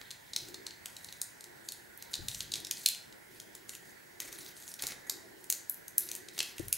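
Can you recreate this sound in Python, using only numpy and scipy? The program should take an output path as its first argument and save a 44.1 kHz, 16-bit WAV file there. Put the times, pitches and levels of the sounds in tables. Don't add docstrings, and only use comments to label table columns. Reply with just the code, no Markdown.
import sys
import numpy as np
from scipy import signal
from scipy.fft import rfft, irfft
from scipy.io import wavfile
from scipy.ndimage import uniform_filter1d

SR = 44100
rng = np.random.default_rng(int(sys.argv[2]) if len(sys.argv) > 2 else 0)


def store_wav(level_fs):
    pcm = np.round(np.clip(np.atleast_2d(level_fs), -1, 1) * 32767)
    wavfile.write(sys.argv[1], SR, pcm.T.astype(np.int16))


N = 298557

# [start t/s, energy level/dB, ring f/Hz, brightness/dB, weight/dB, thud/dB]
SNAP_EVENTS = [(0.0137, -22.0, 3950, -16, 6, 11), (0.1059, -18.5, 4200, -13, 5, -8),
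               (0.1114, -17, 4200, -11, 0, -8), (0.334, -13.4, 3940, -22, -6, -8),
               (0.3622, -3, 3950, -14, -5.5, -6.5), (0.4854, -25.5, 3940, -6, -18, -12),
               (0.543, -16.5, 4130, -19, -4, -2), (0.6658, -12.5, 4100, -17, -6, -4),
               (0.7071, -22, 4500, -22, 4, -9), (0.858, -13.5, 8000, -5, 1.5, -2),
               (0.9662, -19, 3970, -8, 0, -12), (1.045, -19.1, 9050, -7, -21, -15),
               (1.0865, -22.5, 4200, -26, 2, 3), (1.125, -19.5, 3910, -5, -2, -13),
               (1.2157, -5.5, 9140, 3.5, -16, -9), (1.4081, -22.5, 8950, -6, -15, -11),
               (1.441, -21.5, 8850, -5, -13, -20), (1.6872, -11.5, 4520, -8, -12, -17),
               (1.7208, -15, 10700, -3, -9, -19), (1.9756, -22, 13500, 26, -11, -3),
               (2.024, -18.5, 12400, -8, -6, -7), (2.1335, -17.5, 7060, -13, -4, -9),
               (2.139, -6, 4000, -16, 0, -14.5), (2.1535, -14, 4160, -8, -7, -14),
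               (2.2841, -7, 4020, -9, -6, -15), (2.314, -18.5, 3920, -14, 4, -9),
               (2.3458, -14, 5970, -17, -1, -17), (2.4053, -9.0, 3240, -15.5, -0.5, -8),
               (2.519, -10.5, 3880, -16, -9, -22), (2.5381, -5.5, 3720, -17, 0, -23),
               (2.5556, -12, 3800, -11, 4, -7), (2.602, -21, 4100, 1, 2, -11),
               (2.6478, -13.6, 5320, -14, -8, -12), (2.6693, -18, 5500, -5, 1, -9),
               (2.7109, -4, 6500, -4, 2.5, -11.5), (2.7706, -19.5, 4500, -15, -1, -13),
               (2.8604, 5.5, 4130, -6.5, -1.5, -21), (2.8872, -3, 7050, 7, -4, -18),
               (2.9475, -19, 2770, -12, 7, -8), (3.125, -28.5, 5070, -21, 4, 1),
               (3.4, -19, 3180, -6, -6, -18), (3.5512, -20, 7300, 0, -13, -2),
               (3.6931, -15, 7000, -4, -2, -9), (3.7344, -28, 2780, -14, 17, 6),
               (3.751, -20.5, 2800, 1, -1, -20), (4.2021, -10, 6400, 0, -1, -6),
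               (4.327, -19, 6150, 0, 1, 1), (4.624, -26.2, 6450, -3, -8, -12),
               (4.678, -20.5, 6470, -1, -9, -10), (4.7397, -17.5, 5500, 1, -15, -21),
               (4.8224, -9, 10200, -1, -11, -4), (4.8367, -15, 4280, -13, -6, -10),
               (4.868, -8, 7160, 3, -18, -26), (4.8762, -15, 9300, 0, -19, 3),
               (4.887, -21, 3960, -2, -4, -2), (4.92, -19, 3930, -21, 3, 7),
               (5.0968, -3.9, 12100, -9, -16, -6), (5.4417, -24, 9600, 4, -8, -3),
               (5.501, 0.8, 6960, 9, -6.5, -17), (5.5248, -4.0, 6940, 1, -11, -11),
               (5.697, -3.5, 11700, 25, -29, -23), (5.7437, -20.5, 14800, 17, -21, -15),
               (5.881, -16.7, 6360, 12, -13, -8), (5.981, 4.5, 11800, 15, -20, -13),
               (6.089, -16.5, 6400, -3, -12, -13), (6.115, -10.0, 6100, 5, -2, -11),
               (6.1516, -12.6, 8500, 12, -3, -11), (6.163, -19, 11750, 17, -15, 3),
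               (6.2854, -20, 3920, -20, 1, 0), (6.379, -15, 2680, -11, 5, 4),
               (6.3898, -5.5, 4700, -9, -4, -9), (6.4033, -2.5, 2530, -20, 11.5, -3),
               (6.4284, -14, 4070, 5, -9, -7), (6.5816, -18, 2700, -3, 7, -5),
               (6.5947, -20.5, 8870, 0, -1, -11), (6.6828, -14, 9100, 18, -8, -15),
               (6.7275, 1.6, 10500, 10, 2, -24)]
# [f/Hz, level/dB, then dB per dB of brightness, of weight, of thud]
SNAP_TINT = [(300, -15, -0.5, 0.17, 0.8), (1540, -3.5, 0, 0, 1), (2770, 0, 0, 0.85, 0),
             (4000, -1, -0.37, 0.013, 0), (7300, 2.5, 0, 0.0091, 0.086), (11900, 0.5, .5, 0.02, 0.072),
             (17000, -5, .5, 0, 0.15)]
# [f/Hz, width f/Hz, lift level/dB]
PART_RINGS = [(4000, 900, 4), (6550, 500, 3), (9200, 2100, 2), (12000, 1200, 2)]
# [start t/s, end t/s, level/dB, brightness/dB, weight/dB]
RUB_STROKES = [(0, 0.103, -60.5, -22, 7), (0.252, 0.33, -64, -12, -0.5), (0.364, 0.526, -56.5, -6, -4),
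               (0.83, 1.23, -62.5, 2, -5), (1.627, 1.792, -61, 24, -6), (1.96, 2.124, -60, -12, 1),
               (2.104, 2.17, -56, 3, 0), (2.283, 2.444, -51.5, 6, -10), (2.506, 2.622, -54.5, 4, 3),
               (2.755, 2.88, -50, 0, -6), (3.299, 3.435, -62, -3, -19), (3.536, 3.586, -61, -14, -8),
               (3.675, 3.776, -55, 7, 1), (3.81, 3.93, -62.5, 1, -5), (4.192, 4.309, -50, -1.5, 11),
               (4.293, 4.533, -52, -2, 6), (4.538, 4.748, -53.5, 3, 2), (4.787, 4.865, -43, -4, 11),
               (4.855, 4.948, -49.5, -5, 13.5), (5.067, 5.09, -52, 7, 19.5), (5.376, 5.478, -65.5, 8, 2),
               (5.982, 6.2, -52.5, -1, 5.5), (6.324, 6.419, -54.5, -2, 5.5), (6.41, 6.532, -53, -2, 5),
               (6.546, 6.663, -58.5, 2, -11), (6.687, 6.702, -64, -12, -1)]
# [f/Hz, level/dB, then dB per dB of brightness, of weight]
RUB_TINT = [(1180, -8.5, 1, 0.62), (2000, -2.5, 0.5, 1), (2870, -5, -.3, 0.24), (4000, -0.5, -.5, 0),
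            (7000, 2.5, 1, 0.12), (12100, 0, 1, 0.043), (16900, -4, -0.5, 0)]
# [start t/s, level/dB, extra level of the tones above 200 Hz/dB]
BENCH_BUMPS = [(2.188, -33.5, -2.5), (6.596, -25, 7.5)]
# [f/Hz, level/dB, time to fall by 60 dB t/s]
BENCH_MODES = [(44.7, -8, 0.54), (94.2, 0, 0.22), (120, -4.5, 0.3), (331.5, 4.5, 0.072), (398, -17, 0.33),
               (530, -5, 0.037)]
# [t/s, level/dB]
SHAKE_LEVEL = [(0, -72.5), (.35, -69), (.42, -58.5), (.65, -69), (.95, -69.5), (1.1, -67), (1.4, -76),
               (2.17, -67), (2.22, -53), (2.5, -58.5), (2.75, -72), (3.2, -72), (4.8, -79.5), (6.59, -79),
               (6.65, -51), (6.77, -68)]
# [f/Hz, relative level/dB]
SHAKE_SPECTRUM = [(15, -42), (45, -13.5), (120, -7.5), (220, -17), (400, -35)]
# [loudest t/s, level/dB, fade t/s]
SWELL_EVENTS = [(.53, -56, 0.17), (1.5, -67, 0.38), (2.569, -59.5, 0.18), (3.35, -65.5, 0.6),
                (4.29, -59.5, 0.21), (5.15, -58, 0.35), (6.08, -59, 0.38)]
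# [f/Hz, width f/Hz]
SWELL_RESONANCE = (358, 122)
# [f/Hz, relative level/dB]
AIR_SPECTRUM = [(18, -21), (30, -16), (134, 3), (251, 4), (301, 3.5), (537, 2.5), (931, 2), (1240, -9),
                (1420, 1.5), (1940, 5), (2590, -6.5), (7010, -10), (12200, -11.5), (14600, -12.5),
                (15800, -20)]
# [f/Hz, likeness from -1 to 1]
AIR_LIKENESS = [(60, 0.057), (130, 0.48), (290, -0.49), (640, -0.53), (1410, 0.14), (3100, -0.07),
                (6820, 0.63), (15000, 1)]
# [f/Hz, level/dB]
AIR_LEFT_LIFT = [(60, 2), (180, -1.5), (550, 3), (1650, -7), (4970, 1.5), (15000, -1)]
# [f/Hz, time to fall by 60 dB t/s]
ROOM_DECAY = [(1000, 1), (2600, 0.44), (7000, 0.38), (15500, 0.23)]
# [delay t/s, level/dB]
EARLY_ECHOES = [(.0035, -13.5), (.0085, -12), (0.0116, -19.5), (0.016, -18), (.026, -21)]
# [start t/s, length t/s, start f/Hz, end f/Hz, level/dB]
SQUEAK_GLIDES = [(2.036, 0.07, 902, 954, -61), (5.218, 0.06, 675, 636, -59)]
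# [f/Hz, level/dB]
MIC_TREBLE = [(15750, 0), (16000, -30), (16900, -38)]

AIR_DB, WHINE_DB, WHINE_HZ = -55.5, -74, 15625
SWELL_RISE_S, SWELL_REST_DB = 0.1, -74
SNAP_PAN_DB = 0.3
EDGE_HZ = 17050


def gain_of(db):
    return 10 ** (np.asarray(db) / 20)


def left_right(pan_db):
    return gain_of([[pan_db / 2], [-pan_db / 2]])


def evened(x):
    return x / np.sqrt(np.mean(x ** 2) + 1e-20)


def read(points, hz):
    f, value = np.transpose(points)
    return np.interp(np.log(hz + 1), np.log(f + 1), value)


def coloured(x, points):
    n = x.shape[-1]
    return irfft(rfft(x) * gain_of(read(points, np.fft.rfftfreq(n, 1 / SR))), n)


def tinted(colour, *amounts_db):
    return [(hz, db + np.dot(shares, amounts_db)) for hz, db, *shares in colour]


def part_rings(hz):
    return sum(db / (1 + ((hz - f) / width * 2) ** 2) for f, width, db in PART_RINGS)


def pair(same):
    a, b = rng.standard_normal((2, N))
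    return np.array([a, same * a + np.sqrt(1 - same ** 2) * b])


def add(mix, s, sound):
    part = mix[:, round(s * SR):][:, :sound.shape[1]]
    part += sound[:, :part.shape[1]]


def air(patchy_db=1.5):
    frames, hz = N // 256 + 5, np.fft.rfftfreq(1024, 1 / SR)
    a, b, c, d, patches = rng.standard_normal((frames, 513, 5)).T
    patches = uniform_filter1d(patches, size=12, axis=0)
    patches = evened(uniform_filter1d(patches, size=20, axis=1))
    same = read(AIR_LIKENESS, hz)[:, None]
    left = a + 1j * b
    right = same * left + np.sqrt(1 - same ** 2) * (c + 1j * d)
    balance_db = np.outer([.5, -.5], read(AIR_LEFT_LIFT, hz))[:, :, None]
    spectra = np.array([left, right])
    spectra *= gain_of(read(AIR_SPECTRUM, hz)[:, None] + patchy_db * patches + balance_db)
    noise = evened(signal.istft(spectra, nperseg=1024, noverlap=768)[1][:, :N])
    waver = 1 + 0.26 * evened(uniform_filter1d(rng.standard_normal(N), 3000))
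    tone = np.sqrt(2) * np.sin(2 * np.pi * WHINE_HZ * np.arange(N) / SR)
    return gain_of(AIR_DB) * noise + gain_of(WHINE_DB) * waver * tone


def shake(same=0.9, pan_db=4):
    s, db = np.transpose(SHAKE_LEVEL)
    level = gain_of(np.interp(np.arange(N) / SR, s, db))
    return level * left_right(pan_db) * evened(coloured(pair(same), SHAKE_SPECTRUM))


def swell(same=0.3):
    f, width = SWELL_RESONANCE
    hz, t = np.fft.rfftfreq(N, 1 / SR), np.arange(N) / SR
    level = gain_of(SWELL_REST_DB)
    for s, db, fade_s in SWELL_EVENTS:
        pace = np.where(t < s, SWELL_RISE_S, fade_s)
        level = level + gain_of(db) * np.exp(-((t - s) / pace) ** 2)
    hollow = irfft(rfft(pair(same)) / (1 + ((hz - f) / width * 2) ** 2), N)
    return level * evened(hollow)


def rub(grains_per_s=3500, spread_db=4.5, hiss=0.86, clump_db=3.0, patchy_db=4, edge=0.3):
    clumps = gain_of(clump_db * evened(uniform_filter1d(rng.standard_normal(N), size=400)))
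    strength = gain_of(spread_db * np.minimum(rng.exponential(1, N), 4))
    slips = strength * (rng.random(N) < grains_per_s / SR)
    fading = signal.lfilter([1], [1, -.93], slips)
    grains = evened(rng.standard_normal(N) * fading)
    rustle = clumps * (grains + hiss * rng.standard_normal(N))
    hz, _, z = signal.stft(rustle, SR, nperseg=128)
    patches = uniform_filter1d(rng.standard_normal(z.shape), size=5, axis=1)
    patches = evened(uniform_filter1d(patches, size=4, axis=0))
    z = z * gain_of(part_rings(hz)[:, None] + patchy_db * patches)
    rustle = signal.istft(z, SR, nperseg=128)[1]
    out = np.zeros((2, N))
    for start, end, db, bright_db, weight_db in RUB_STROKES:
        part = rustle[round(start * SR):round(end * SR)]
        stroke = evened(coloured(part, tinted(RUB_TINT, bright_db, weight_db)))
        stroke *= signal.windows.tukey(len(part), edge)
        add(out, start, gain_of(db) * stroke[None])
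    return out


def snaps(fall_s=0.001054, quicker_per_db=.02, rise=0.43, crack=0.15, crack_s=0.000071,
          creak=0.067, creak_s=0.0011, flatten=0.24, ring_db=1, ring_share=0.033, part_share=.8):
    lead_s = .008
    t, hz, out = np.arange(1024) / SR - lead_s, np.fft.rfftfreq(1024, 1 / SR), np.zeros((2, N))
    for s, db, ring_hz, *tint_db in SNAP_EVENTS:
        fall = fall_s * np.exp(-quicker_per_db * tint_db[0])
        u = np.maximum(t, 0) / fall
        shape = (1 - np.exp(-u / rise)) ** 2 * np.exp(-u)
        shape += creak * np.exp(-abs(t) / creak_s)
        shape += crack * np.exp(-abs(t - fall) / crack_s)
        burst = rfft(rng.standard_normal(1024) * shape)
        burst /= uniform_filter1d(abs(burst) ** 2, size=9) ** flatten
        colour = read(tinted(SNAP_TINT, *tint_db), hz) + part_share * part_rings(hz)
        peak = 1 + gain_of(ring_db) / (1 + 1j * (hz - ring_hz) / (ring_share * ring_hz))
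        snap = irfft(burst * gain_of(colour) * peak)
        add(out, s - lead_s, gain_of(db) * left_right(SNAP_PAN_DB) * snap / np.linalg.norm(snap))
    return out


def room(x, scatter_s=.0003, wet_db=-7.5, same=0.88, start_s=0.0011):
    n = SR // 2
    fade_in = np.clip((np.arange(n) / SR - start_s) / 0.012, 0, 1)
    hz, t, z = signal.stft(pair(same)[:, :n] * fade_in, SR, nperseg=256)
    decay = gain_of(-60 * t / read(ROOM_DECAY, hz)[:, None])
    tail = signal.istft(z * decay, SR, nperseg=256)[1]
    tail *= gain_of(wet_db) / np.linalg.norm(tail, axis=1, keepdims=True)
    for s, db in EARLY_ECHOES:
        scatter = pair(same)[:, :40] * np.exp(-np.arange(40) / (scatter_s * SR))
        add(tail, s, gain_of(db) * scatter / np.linalg.norm(scatter[0]))
    return signal.fftconvolve(x, tail, axes=1)[:, :N]


def squeaks():
    out = np.zeros((2, N))
    for s, length, from_hz, to_hz, db in SQUEAK_GLIDES:
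        hz = np.linspace(from_hz, to_hz, round(length * SR))
        tone = np.sin(2 * np.pi * np.cumsum(hz) / SR)
        add(out, s, gain_of(db) * np.hanning(len(hz)) * tone[None])
    return out


def bumps(pan_db=4, wobble=0.72, rise_s=0.0047):
    t, out = np.arange(SR // 2) / SR, np.zeros((2, N))
    for s, db, knock_db in BENCH_BUMPS:
        rattle = 1 + wobble * evened(uniform_filter1d(rng.standard_normal((2, len(t))), 900))
        ring = np.zeros(len(t))
        for f, mode_db, t60 in BENCH_MODES:
            fading = gain_of(mode_db + knock_db * (f > 200) - 60 * t / t60)
            ring += fading * np.sin(2 * np.pi * f * t)
        onset = 1 - np.exp(-t / rise_s)
        add(out, s, gain_of(db) * left_right(pan_db) * rattle * onset * ring / abs(ring).max())
    return out


def scene():
    background = air() + shake() + swell()
    hands = rub() + snaps()
    return background + hands + room(hands) + squeaks() + bumps()


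def record(dry):
    band = signal.firwin(511, EDGE_HZ, window=("kaiser", 9), fs=SR)
    return signal.oaconvolve(coloured(dry, MIC_TREBLE), band[None], "same")


dry = scene()
out = record(dry)
store_wav(out)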